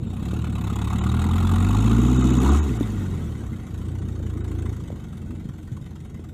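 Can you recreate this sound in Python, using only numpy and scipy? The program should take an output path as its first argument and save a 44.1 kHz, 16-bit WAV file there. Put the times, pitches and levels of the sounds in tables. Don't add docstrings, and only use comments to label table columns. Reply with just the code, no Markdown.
import sys
import numpy as np
from scipy import signal
from scipy.fft import rfft, irfft, next_fast_len
from scipy.io import wavfile
from scipy.ndimage import uniform_filter1d

SR = 44100
rng = np.random.default_rng(int(sys.argv[2]) if len(sys.argv) > 2 else 0)


def generate_wav(sig):
    pcm = np.round(np.clip(np.atleast_2d(sig).T, -1, 1) * 32767).astype(np.int16)
    wavfile.write(sys.argv[1], SR, pcm)


def convert_level_to_amplitude(level_db):
    exponent = np.asarray(level_db, float) / 20
    return 10 ** exponent


N = 279153


def rms_one(x):
    return x / np.sqrt(np.mean(x ** 2) + 1e-20)


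def evened(x, seconds=0.167):
    return x / np.sqrt(uniform_filter1d(x ** 2, int(seconds * SR), mode="reflect") + 1e-12)


def in_time(rows):
    s, *columns = np.transpose(rows)
    return [np.interp(np.arange(N) / SR, s, c) for c in columns]


def swell(s, half_s, db):
    return db * np.exp(-((np.arange(N) / SR - s) / half_s) ** 2)


def coloured(x, points):
    hz, db = np.transpose(points)
    size = next_fast_len(N)
    grid = np.log(np.arange(size // 2 + 1) * SR / size + 1)
    gain_db = np.interp(grid, np.log(hz), db, left=-90, right=-90)
    return irfft(rfft(x, size) * convert_level_to_amplitude(gain_db), size)[:N]


def resonances(x, modes):
    out = 0
    for k, (hz, width_hz, db) in enumerate(modes):
        r = np.exp(-np.pi * width_hz / SR)
        b = (-1) ** k * convert_level_to_amplitude(db) * (1 - r * r) / 2 * np.array([1, 0, -1])
        a = [1, -2 * r * np.cos(2 * np.pi * hz / SR), r * r]
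        out = out + signal.lfilter(b, a, x + 1e-18)
    return out


# pop in dB, ping in dB, clatter in dB.
CYLINDERS = [
    [(-11, -5, -3), (0, -1, -2), (-16, -6, -3.5), (-12, 0, 0)],
    [(-1, 0, -.5), (-2, -4, -1.5), (-1.5, -.5, -.3), (-2.5, -5, -2.5)],
]


def firings(turns, pulling, column, early, scatter_db):
    number = np.floor(turns + early).astype(int)
    at = np.flatnonzero(np.diff(number)) + 1
    loaded, free = np.array(CYLINDERS)[:, number[at] % 4, column]
    luck = rng.standard_normal(N // 500)[:len(at)]
    clicks = np.zeros(N)
    clicks[at] = convert_level_to_amplitude(loaded * pulling[at] + free * (2.5 - pulling[at]) + scatter_db * luck)
    return clicks


def burst(clicks, rise_s, fall_s):
    for s in (rise_s, fall_s):
        r = np.exp(-1 / (s * SR))
        clicks = signal.lfilter([1 - r], [1, -r], clicks + 1e-18)
    return evened(clicks)


def gritty(spread_db):
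    grains_db = spread_db * rng.standard_normal(N // 40 + 1).repeat(40)[:N]
    return rms_one(rng.standard_normal(N) * convert_level_to_amplitude(grains_db))


def struck(shaking, turns, modes, uneven_db):
    number = np.floor(turns + 0.36).astype(int) + 1
    luck = convert_level_to_amplitude(uneven_db * rng.standard_normal((len(modes), N // 500)))
    out = 0
    for k, (mode, own) in enumerate(zip(modes, luck)):
        out = out + resonances(shaking * own[number], [mode]) * (-1) ** k
    return out


def follow(engine, usual_db, share, per_octave_db, pull_db):
    drive_db, per_s, pulling = engine
    swing_db = share * (drive_db + 40)
    return usual_db + swing_db + per_octave_db * np.log2(per_s / 35) + pull_db * pulling


def on_pipe_mode(per_s):
    return 1 / (1 + ((4 * per_s - 246.6) / 49) ** 2)


def merged_db(per_s):
    return -0.64 * np.maximum(per_s - 65, 0)


# frequency in Hz, level in dB.
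EXHAUST = [(22, -24), (34, -11), (50, 2.5), (89, 9), (124, 3), (140, -11), (185, 0.5), (245, -3.5)]


def throb(turns, engine, pop_db):
    hz, db = np.transpose(EXHAUST)
    fuel_db, per_s, pulling = engine
    lag_s, phase_turns = .006, (.3, .3, .55, .85, .6)
    burble_db = swell(2.91, .17, 8)
    tuning = 1 + 0.071 * np.clip((per_s - 55) / 25, 0, 1)
    levels_db = []
    for k in range(1, 5):
        from_burble = (k * per_s - 190) / 35
        order_db = fuel_db + np.interp(np.log(k * per_s / tuning), np.log(hz), db)
        order_db = order_db + (k - 1) * merged_db(per_s) + burble_db / (1 + from_burble ** 2)
        levels_db.append(order_db - 10 * (1 - pulling) * np.clip(from_burble - .5, 0, 1))
    fifth_db = pop_db - 8 * (1 - pulling) + 1.3 * merged_db(per_s) - 4
    levels_db.append(fifth_db - 20 * np.log10(1 + ((5 * per_s - 205) / 70) ** 2))
    out = 0
    for k, level_db in enumerate(levels_db):
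        cycle = (k + 1) * (turns - lag_s * per_s) + phase_turns[k]
        out = out + np.sqrt(2) * convert_level_to_amplitude(level_db) * np.cos(2 * np.pi * cycle)
    return out


# frequency in Hz, width in Hz, level in dB.
PIPE_MODES = [(186.2, 57, -0.5), (233.2, 70.5, -1.5)]
# frequency in Hz, width in Hz, level in dB.
MUFFLER_MODES = [(291.6, 94, 5), (446, 128, -9)]
# frequency in Hz, level in dB per Hz.
RUMBLE = [(18, -52), (30, -6), (138, -4.5), (234, -5), (283, -17), (318, -8.5), (353, -19), (517, -24),
          (635, -29.5), (1000, -36.5), (1300, -94), (2200, -120)]
# middle in seconds, half length in seconds, level in dB.
RING_SWELLS = [
    (.78, .12, 5),
    (2.42, .12, 2.5),
    (4.5, .25, 3),
]
# middle in seconds, half length in seconds, level in dB.
LURCHES = [
    (.01, 0.099, 6),
    (4.932, 0.1, 5.5),
    (5.33, 0.13, 4),
    (3.31, 0.085, -1.5),
    (4.54, 0.23, -3.5),
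]


def tail_pipe(turns, engine, pop_db):
    fuel_db, per_s, pulling = engine
    ring_db = follow(engine, usual_db=-38.5, share=1.02, per_octave_db=-2, pull_db=-6)
    ring_db = ring_db + 9 * on_pipe_mode(per_s) + 0.62 * merged_db(per_s)
    ring_db = ring_db + sum(swell(*row) for row in RING_SWELLS)
    capped = (fuel_db, np.minimum(per_s, 42), pulling)
    roar_db = follow(capped, usual_db=-35, share=0.102, per_octave_db=6, pull_db=8)
    roar_db = roar_db - 2 * on_pipe_mode(per_s) + sum(swell(*row) for row in LURCHES)

    slugs = firings(turns, pulling, column=0, early=.3 + .0058 * per_s, scatter_db=1.5)
    pops = evened(resonances(resonances(slugs, PIPE_MODES), [(235, 440, 0)]))
    rough = slugs + 0.017 * (1 - 0.14 * pulling) * rng.standard_normal(N)
    ring = evened(resonances(resonances(rough, MUFFLER_MODES), [(313.5, 173, 0)]))

    gusts = firings(turns, 0 * pulling, column=0, early=0.064, scatter_db=8.5)
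    puffs = 5.5 + burst(gusts, 0.003, 0.028)
    flow = coloured(puffs * rng.standard_normal(N), RUMBLE)
    flow = signal.sosfilt(signal.butter(2, 40, "high", fs=SR, output="sos"), flow)
    rumble = evened(flow + 0.56 * resonances(flow, [(130, 91, 0)]), 0.55)
    exhaust = convert_level_to_amplitude(pop_db - 5.5) * pops + convert_level_to_amplitude(ring_db - 5.0) * ring
    return exhaust + convert_level_to_amplitude(roar_db + 2.5 - 7.1 * pulling) * rumble


# frequency in Hz, width in Hz, level in dB.
COVER_MODES = [(2053, 78, 7.5), (2760, 170, -14), (3762, 91, 0.5)]
# frequency in Hz, level in dB per Hz.
CLATTER = [(820, -30), (1400, -30), (1500, -11), (1710, -13.5), (2080, -14), (2290, -14.5), (2590, -9.5),
           (3110, -12), (3780, -10.5), (4850, -26.5), (6110, -22.5), (6860, -14.5), (9160, -23.5),
           (13300, -28), (14000, -21)]
# frequency in Hz, level in dB per Hz.
IDLE_CLATTER = [(820, -39), (1400, 3), (1670, -8), (1830, -6), (2400, -11.5), (3240, -8), (5090, -20),
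                (6290, -13.5), (7200, -12), (10400, -21.5), (14000, -21.5)]
# frequency in Hz, width in Hz, level in dB.
PING_MODES = [(729, 52, 2), (876, 87, 0), (1072, 197, 0), (1257.5, 78, 5.5), (1257, 73, 4.5),
              (1410, 110, -1.5)]


def block(turns, engine, locked):
    clatter_db, per_s, pulling = engine
    loose = np.sqrt(1 - locked ** 2)
    knock = burst(firings(turns, pulling, column=2, early=0.26, scatter_db=-0.68), 0.004, 0.0057)
    casting = [(hz, 0.033 * hz, 0) for hz in np.geomspace(1500, 14000, num=36)]
    shaking = (locked * knock + loose) * gritty(2.5)
    rattle = struck(shaking, turns, [*casting, *COVER_MODES], uneven_db=2.5)
    loaded = evened(coloured(rattle, CLATTER), 0.237)
    free = evened(coloured(rattle, IDLE_CLATTER), 0.237)
    clatter = evened(pulling * loaded + (1 - pulling) * free, 0.199)

    advance = 0.14 + 0.2 * pulling
    opening = firings(turns, pulling, column=1, early=advance, scatter_db=1.5)
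    ticks = burst(opening, 0.0015, 0.0016) + 1.85 * knock
    shaking = (locked * evened(ticks) + .9 * loose) * gritty(2.0)
    ping = struck(shaking, turns, PING_MODES, uneven_db=2.5)
    ping = signal.sosfilt(signal.butter(2, [640, 1600], "band", fs=SR, output="sos"), ping)
    ping_db = follow(engine, usual_db=-31, share=1.5, per_octave_db=-2.4, pull_db=1.5)
    ping_db = ping_db + swell(2.49, 0.07, 3.1)
    return convert_level_to_amplitude(clatter_db) * clatter + convert_level_to_amplitude(ping_db - 2.5) * evened(ping, 0.266)


def turbo(turns, engine):
    hiss = resonances(resonances(gritty(1.7), [(6860, 750, 0)]), [(6240, 2500, 0)])
    boost = np.clip((engine[1] - 36) / 26, .1, 1)
    gulps = 1 + 0.66 * np.cos(2 * np.pi * (turns - .05))
    hiss_db = follow(engine, usual_db=-47, share=1.6, per_octave_db=3, pull_db=1)
    hiss_db = hiss_db + swell(2.22, 0.24, 4.2)
    return convert_level_to_amplitude(hiss_db - 4.5) * boost * gulps * rms_one(hiss)


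# start in seconds, peak level in dB, frequency in Hz, decay in seconds.
CLUNKS = [(0.226, -17, 185, 0.0025), (0.333, -15, 250, 0.0014), (2.8086, -15.5, 281, 0.0075),
          (2.83, -37.5, 3640, 0.0026), (4.2, -37.5, 537, 0.0034), (4.903, -24, 490, 0.0015),
          (4.926, -27.5, 295, 0.0024), (5.455, -26.5, 130, 0.0093), (5.49, -29, 121, 0.014),
          (5.717, -26.5, 118, 0.016), (5.813, -26.5, 130, 0.011), (6.147, -30.5, 146, 0.0062),
          (6.194, -34, 335, 0.0047)]


def clunks():
    out = np.zeros(N)
    after = np.arange(SR // 20) / SR
    for s, db, hz, decay_s in CLUNKS:
        knock = np.sin(2 * np.pi * hz * after) * np.exp(-after / decay_s) * (1 - np.exp(-after / 0.00064))
        crack = signal.lfilter([.4], [1, -.6], rng.standard_normal(len(after))) * np.exp(-after / 0.006)
        at = round(s * SR)
        out[at:at + len(after)] += convert_level_to_amplitude(db) * (2.28 * knock + 0.045 * crack)
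    return out


# time in seconds, firings per second.
SPEED = [(0.0, 27.07), (0.365, 38.58), (0.645, 33.51), (0.95, 35.99), (1.385, 44.36), (1.595, 45.56),
         (1.8, 53.62), (2.155, 63.68), (2.385, 62.19), (2.615, 76.72), (2.75, 56.59), (3.645, 26.65),
         (4.01, 30.3), (4.23, 27.48), (4.73, 28.16), (5.0, 23.68), (5.21, 22.11), (6.33, 20.74)]
# time in seconds, level in dB.
FUEL = [(0.0, -45), (0.32, -36), (0.6, -36.5), (1.17, -30.5), (1.93, -25.5), (2.43, -26), (2.53, -20),
        (2.76, -35), (3.22, -37), (3.38, -42), (3.45, -41.5), (3.67, -47), (3.77, -40.5), (4.69, -36.8),
        (5.0, -54), (5.35, -45), (5.51, -51.5), (6.33, -50.5)]
# time in seconds, clatter level in dB, share of clatter in step with the firings from 0 to 1.
KNOCK = [(0, -58.5, .4), (.3, -48.5, 0.95), (.5, -49.5, 0.95), (.78, -45, 0.98), (1.2, -43, 0.99),
         (1.8, -41, 1), (2.12, -43, 0.87), (2.4, -40.5, 1), (2.55, -39.5, 0.25), (2.66, -45.5, 0),
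         (3.3, -52.5, 0.16), (3.6, -54.5, 0.5), (4.2, -55.5, 0.73), (4.65, -52, 0.79), (4.85, -56, 0.53),
         (5.55, -59, 0.51), (5.75, -58, 0.63), (6.33, -60, 0.5)]


def scene():
    (per_s,), (fuel_db,), (clatter_db, locked) = in_time(SPEED), in_time(FUEL), in_time(KNOCK)
    turns = -.062 + np.cumsum(per_s) / SR
    pulling = 1 / (1 + np.exp((np.arange(N) / SR - 2.6) / 0.1))
    gas, metal = (fuel_db, per_s, pulling), (clatter_db, per_s, pulling)
    pop_db = follow(gas, usual_db=-40, share=0.9718, per_octave_db=0, pull_db=2.5)
    pop_db = pop_db + 8.5 * on_pipe_mode(per_s) + 1.1 * merged_db(per_s)
    pop_db = pop_db + swell(2.91, .17, 7)
    exhaust = throb(turns, gas, pop_db) + tail_pipe(turns, gas, pop_db)
    engine = exhaust + block(turns, metal, np.clip(locked, 0, 1)) + turbo(turns, metal)
    return (engine + clunks())[None]


# middle in seconds, length in seconds, share of tones kept, lowest frequency touched in Hz.
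THIN_MOMENTS = [(.07, .035, .12, 2500), (.49, .03, .2, 4200), (1.008, .058, .06, 3500),
                (2.184, .03, .08, 1800), (2.23, .03, .08, 1800), (2.322, .028, .1, 3000),
                (2.392, .03, .08, 1800), (2.507, .028, .12, 2000), (2.613, .056, .04, 1800),
                (2.788, .03, .07, 1800), (3.535, .035, .2, 4000), (4.017, .035, .12, 2500),
                (4.423, .058, .05, 1600), (6.078, .035, .2, 2200)]


def thin_treble(x):
    out = x.copy()
    for s, length_s, share, from_hz in THIN_MOMENTS:
        size = round(length_s * SR)
        at = round(s * SR) - size // 2
        fade = np.sqrt(signal.windows.tukey(size, .9))
        lines = rfft(x[at:at + size] * fade)
        treble = np.arange(len(lines)) * SR / size > from_hz
        weak = treble & (abs(lines) < np.quantile(abs(lines[treble]), 1 - share))
        out[at:at + size] -= fade * irfft(lines * weak, size)
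    return out


def band_limit(x):
    return signal.sosfilt(signal.butter(12, 14610, fs=SR, output="sos"), x)


def record(dry):
    x = signal.sosfilt(signal.butter(2, 25, "high", fs=SR, output="sos"), dry)
    x = signal.sosfilt(signal.cheby2(16, 60, 14650, fs=SR, output="sos"), x)
    mix = thin_treble(x[0])[None]
    return band_limit(mix)


dry = scene()
out = record(dry)
generate_wav(out)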